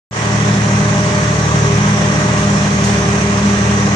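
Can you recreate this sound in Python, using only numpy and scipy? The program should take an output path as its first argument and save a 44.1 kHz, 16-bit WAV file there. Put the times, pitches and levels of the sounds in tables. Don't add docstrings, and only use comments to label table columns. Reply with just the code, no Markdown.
import sys
import numpy as np
from scipy import signal
from scipy.fft import rfft, irfft
from scipy.io import wavfile
from scipy.ndimage import uniform_filter1d

SR = 44100
rng = np.random.default_rng(int(sys.argv[2]) if len(sys.argv) > 2 else 0)


def store_wav(level_fs):
    pcm = np.round(np.clip(np.atleast_2d(level_fs), -1, 1) * 32767)
    wavfile.write(sys.argv[1], SR, pcm.T.astype(np.int16))


def how_loud(loudness_db):
    steps = np.asarray(loudness_db, float) / 20
    return 10 ** steps


N = 174195
START_S = 0.11


def evened(x):
    return x / np.sqrt(np.mean(abs(x) ** 2) + 1e-20)


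def read(points, hz):
    f, value = np.transpose(points)
    return np.interp(np.log(hz + 1), np.log(f + 1), value)


def drift(top_hz):
    t = np.arange(0, N + 64, 64) / SR
    slow = 0
    for f in np.geomspace(.3, top_hz, num=12):
        slow = slow + np.sin(2 * np.pi * (f * t + rng.random())) / np.sqrt(f)
    return np.interp(np.arange(N) / SR, t, evened(slow))


def fuzz(hz, width_hz):
    r = np.exp(-np.pi * width_hz / SR)
    noise = rng.standard_normal(N) + 1j * rng.standard_normal(N)
    slow = signal.lfilter([1], [1, -2 * r, r * r], noise)
    carrier = np.exp(2j * np.pi * hz * np.arange(N) / SR)
    return evened((slow * carrier).real)


def wash(spectrum, swell_db, patch_db, flicker_db):
    frames = N // 256 + 5
    a, b, c, d, patches = rng.standard_normal((frames, 513, 5)).T
    patches = uniform_filter1d(patches, size=14, axis=0)
    patches = evened(uniform_filter1d(patches, size=16, axis=1))
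    swell = drift(2.1)[np.minimum(np.arange(frames) * 256, N - 1)]
    flicker = evened(uniform_filter1d(rng.standard_normal(frames), size=3))
    level_db = patch_db * patches + swell_db * swell + flicker_db * flicker
    z = np.array([a + 1j * b, c + 1j * d]) * how_loud(level_db)
    x = signal.istft(z, nperseg=1024, noverlap=768)[1][:, :N]
    colour = how_loud(read(spectrum, np.fft.rfftfreq(N, 1 / SR)))
    return evened(irfft(rfft(x) * colour, N))


def casing_rumble():
    # (frequency [Hz], density [dB per Hz])
    rumble_colour = [(20, -57.5), (55, -40.5), (85, -10), (125, -1.5), (185, -7), (220, -7), (260, -11.5),
                     (400, -34.5)]
    return how_loud(-26) * wash(rumble_colour, 0.91, 1., 1.0)


def machinery_roar():
    # (frequency [Hz], density [dB per Hz])
    roar_colour = [(150, -8.5), (400, -1), (900, -3), (2000, -5), (2600, -8), (4800, -16.5), (6200, -12.5),
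                   (16000, -17)]
    return how_loud(-19.5) * wash(roar_colour, 0.16, 0.93, 0.65)


def knocks():
    # (time [s], level [dB])
    blows = [
        (2.371, -36),
        (2.559, -36.5),
        (2.834, -29),
    ]
    # (frequency [Hz], level [dB], time to fall 60 dB [s])
    metal_modes = [(5290, 0, .3), (5750, -5, .2), (6700, -6, .2), (8500, 2, .45), (9800, -2, .3),
                   (11100, -4, .3), (13100, 3, .7)]
    rings = [(fuzz(hz, 90.), db, t60) for hz, db, t60 in metal_modes]
    puff_band = signal.butter(2, (4400, 12400), "band", fs=SR, output="sos")
    puff = evened(signal.sosfilt(puff_band, rng.standard_normal(N)))
    rings.append((puff, 8, .5))
    out = 0
    for start_s, blow_db in blows:
        t = np.maximum(np.arange(N) / SR - start_s, 0)
        rise = np.minimum(t / 0.006, 1)
        out = out + rise * sum(how_loud(blow_db + db - 60 * t / t60) * ring for ring, db, t60 in rings)
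    return out


def humps_and_whine():
    # (frequency [Hz], width [Hz], level [dB rms])
    roar_humps = [(1165, 320, -27), (1913, 220, -31.5), (5710, 570, -43.5), (440.4, 51, -39.5)]
    # (frequency [Hz]), (width [Hz]), (level [dB rms]), (drift [dB per s])
    whine_hz = (5695, 5986, 6346, 6716)
    whine_width_hz = (24, 30, 45, 70)
    whine_db = (-41, -42, -48, -46)
    whine_db_per_s = (-.9, 0, 1.6, 0)
    peaks = [tuple(row) + (0,) for row in roar_humps]
    peaks += list(zip(whine_hz, whine_width_hz, whine_db, whine_db_per_s))
    t = np.arange(N) / SR
    return sum(how_loud(db + slope * t + 1.8 * drift(4.7)) * fuzz(hz, width_hz)
               for hz, width_hz, db, slope in peaks)


def pump():
    # (time [s], fundamental [dB], second [dB], third [dB])
    standing_waves = [(0, -25, -28, -32), (.5, -21.5, -31, -32), (.8, -19, -31, -33),
                      (1.1, -22.5, -31.5, -27), (1.4, -29.5, -33, -32.5), (1.7, -26.5, -25, -33),
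                      (2, -17.5, -36.5, -28), (2.3, -22.5, -26, -31), (2.6, -19.5, -32.5, -32),
                      (2.9, -19.5, -28.5, -34), (3.2, -21.5, -27.5, -29.5), (3.45, -19, -31, -32),
                      (3.7, -20, -28.5, -36), (3.95, -21, -36, -36)]
    # (multiple of the pump frequency [1], level [dB rms], fuzz width [Hz])
    faint_tones = [(4, -41, 14.), (.524, -37, 3.)]
    pump_hz, peak_s = 201.44, .4002
    t = np.arange(N) / SR
    turns = pump_hz * (t - peak_s) + 0.02 * drift(4.)
    times, *harmonics_db = np.transpose(standing_waves)
    hum = 0
    for k, db in enumerate(harmonics_db, 1):
        clean = np.sqrt(2) * np.cos(2 * np.pi * k * turns)
        hum = hum + how_loud(np.interp(t, times, db)) * (clean + .4 * fuzz(k * pump_hz, 14))
    return hum + sum(how_loud(db) * fuzz(k * pump_hz, width_hz) for k, db, width_hz in faint_tones)


def engine():
    # (multiple of the cycle [1], level [dB rms], drift [dB per s])
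    pulse_orders = [(6, -30.5, 0.5), (9, -20, -1), (12, -20, -1.5), (13, -32, -2.5), (14, -29, -0.5)]
    # (multiple of the cycle [1], level [dB rms])
    uneven_orders = [(5, -51), (7, -47.5), (8, -49), (10, -39), (15, -30.5), (20, -43), (22, -44),
                     (24, -35), (25, -43), (34, -43.5), (36, -60.5)]
    cycle_hz, firing_s = 12.555, .4302
    pipe_lag = .044
    t = np.arange(N) / SR - firing_s

    def order(k, turn):
        return np.sqrt(2) * np.cos(2 * np.pi * (k * cycle_hz * t + turn))

    out = 0
    for k, db, slope in pulse_orders:
        out = out + how_loud(db + slope * t + 1.6 * drift(8)) * order(k, -pipe_lag * max(k - 9, 0))
    for k, db in uneven_orders:
        out = out + how_loud(db + 1.73 * drift(3.14)) * order(k, rng.random())
    return out


def fade(seconds):
    t = np.arange(N) / SR - START_S
    return (t > 0) * how_loud(-17 * np.exp(-np.maximum(t, 0) * 2 / seconds))


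def two_ports(tones, diffuse):
    # (frequency [Hz], gain [dB])
    left_colour = [(700, 1.03), (1200, 0), (4500, -3), (5800, -3.5), (6800, 1.5), (8400, -2), (9900, -14),
                   (13000, -24)]
    right_colour = [(700, 0.94), (1200, 1.5), (4500, 1.5), (5800, 5.5), (6800, 2.5), (7550, -14.5),
                    (8800, -15.5), (13000, -29)]
    # (frequency [Hz], coherence [0-1])
    likeness = [(40, .85), (110, .975), (280, .8), (520, .56), (850, .45), (1200, .7), (1950, .42),
                (2900, .2)]
    # (frequency [Hz], phase [radians])
    left_lead = [(200, .09), (600, .45), (1000, 1.2), (1400, 3.1), (1700, 7.9), (2150, 9.3), (2760, 17),
                 (5000, 20)]
    hz = np.fft.rfftfreq(N, 1 / SR)
    tones = rfft(tones)
    a, b = rfft(diffuse)
    same = np.clip(read(likeness, hz), 0, 1)
    left_bass_db = 1.8 / (1 + (hz / 90) ** 2)
    left = (tones + a) * how_loud(read(left_colour, hz) + left_bass_db)
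    right = tones + same * a + np.sqrt(1 - same ** 2) * b
    right = right * np.exp(-1j * read(left_lead, hz)) * how_loud(read(right_colour, hz))
    return irfft([left, right], N)


def scene():
    low = casing_rumble()
    high = machinery_roar()
    high += [humps_and_whine() + knocks() for _ in "LR"]
    bass_fade = fade(.2)
    diffuse = low * bass_fade + high * fade(0.057)
    tones = (engine() + pump()) * bass_fade
    return two_ports(tones, diffuse) * (np.arange(N) / SR > START_S)


def round_peaks(x):
    knee, ceiling = .5, .83
    over, room = np.maximum(abs(x) - knee, 0), ceiling - knee
    return x - np.sign(x) * (over - room * np.tanh(over / room))


def drop_faint_treble(x):
    bar_db, jitter_db = np.reshape([[-60, -54], [3.5, .6]], (2, 2, 1, 1, 1))
    hz, _, z = signal.stft(x, SR, nperseg=2048, noverlap=1536)
    bands = z[:, :1024].reshape(2, 128, 8, -1)
    band_power = uniform_filter1d((abs(bands) ** 2).sum(2, keepdims=True), size=2, axis=3)
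    chance = uniform_filter1d(rng.standard_normal(band_power.shape), size=5, axis=3)
    chance = evened(uniform_filter1d(chance, size=2, axis=1))
    loud_enough = band_power > how_loud(2 * (bar_db + jitter_db * chance))
    below_treble = (hz[:1024:8] < 7450)[:, None, None]
    z[:, :1024] = (bands * (loud_enough | below_treble)).reshape(2, 1024, -1)
    return signal.istft(z, SR, nperseg=2048, noverlap=1536)[1][:, :N]


def treble_haze():
    band = signal.butter(6, (13300, 15100), "band", fs=SR, output="sos")
    haze = evened(signal.sosfilt(band, rng.standard_normal((2, N))))
    return how_loud([-96, -84])[:, None] * haze * how_loud(3 * drift(20.))


def top_cut(x):
    return signal.sosfilt(signal.butter(12, 15150, fs=SR, output="sos"), x)


def record(dry):
    dry = signal.sosfilt(signal.butter(2, 38, "high", fs=SR, output="sos"), dry)
    kept = drop_faint_treble(round_peaks(dry)) + treble_haze()
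    mix = kept * (np.arange(N) / SR > START_S - .01)
    return top_cut(mix)


dry = scene()
out = record(dry)
store_wav(out)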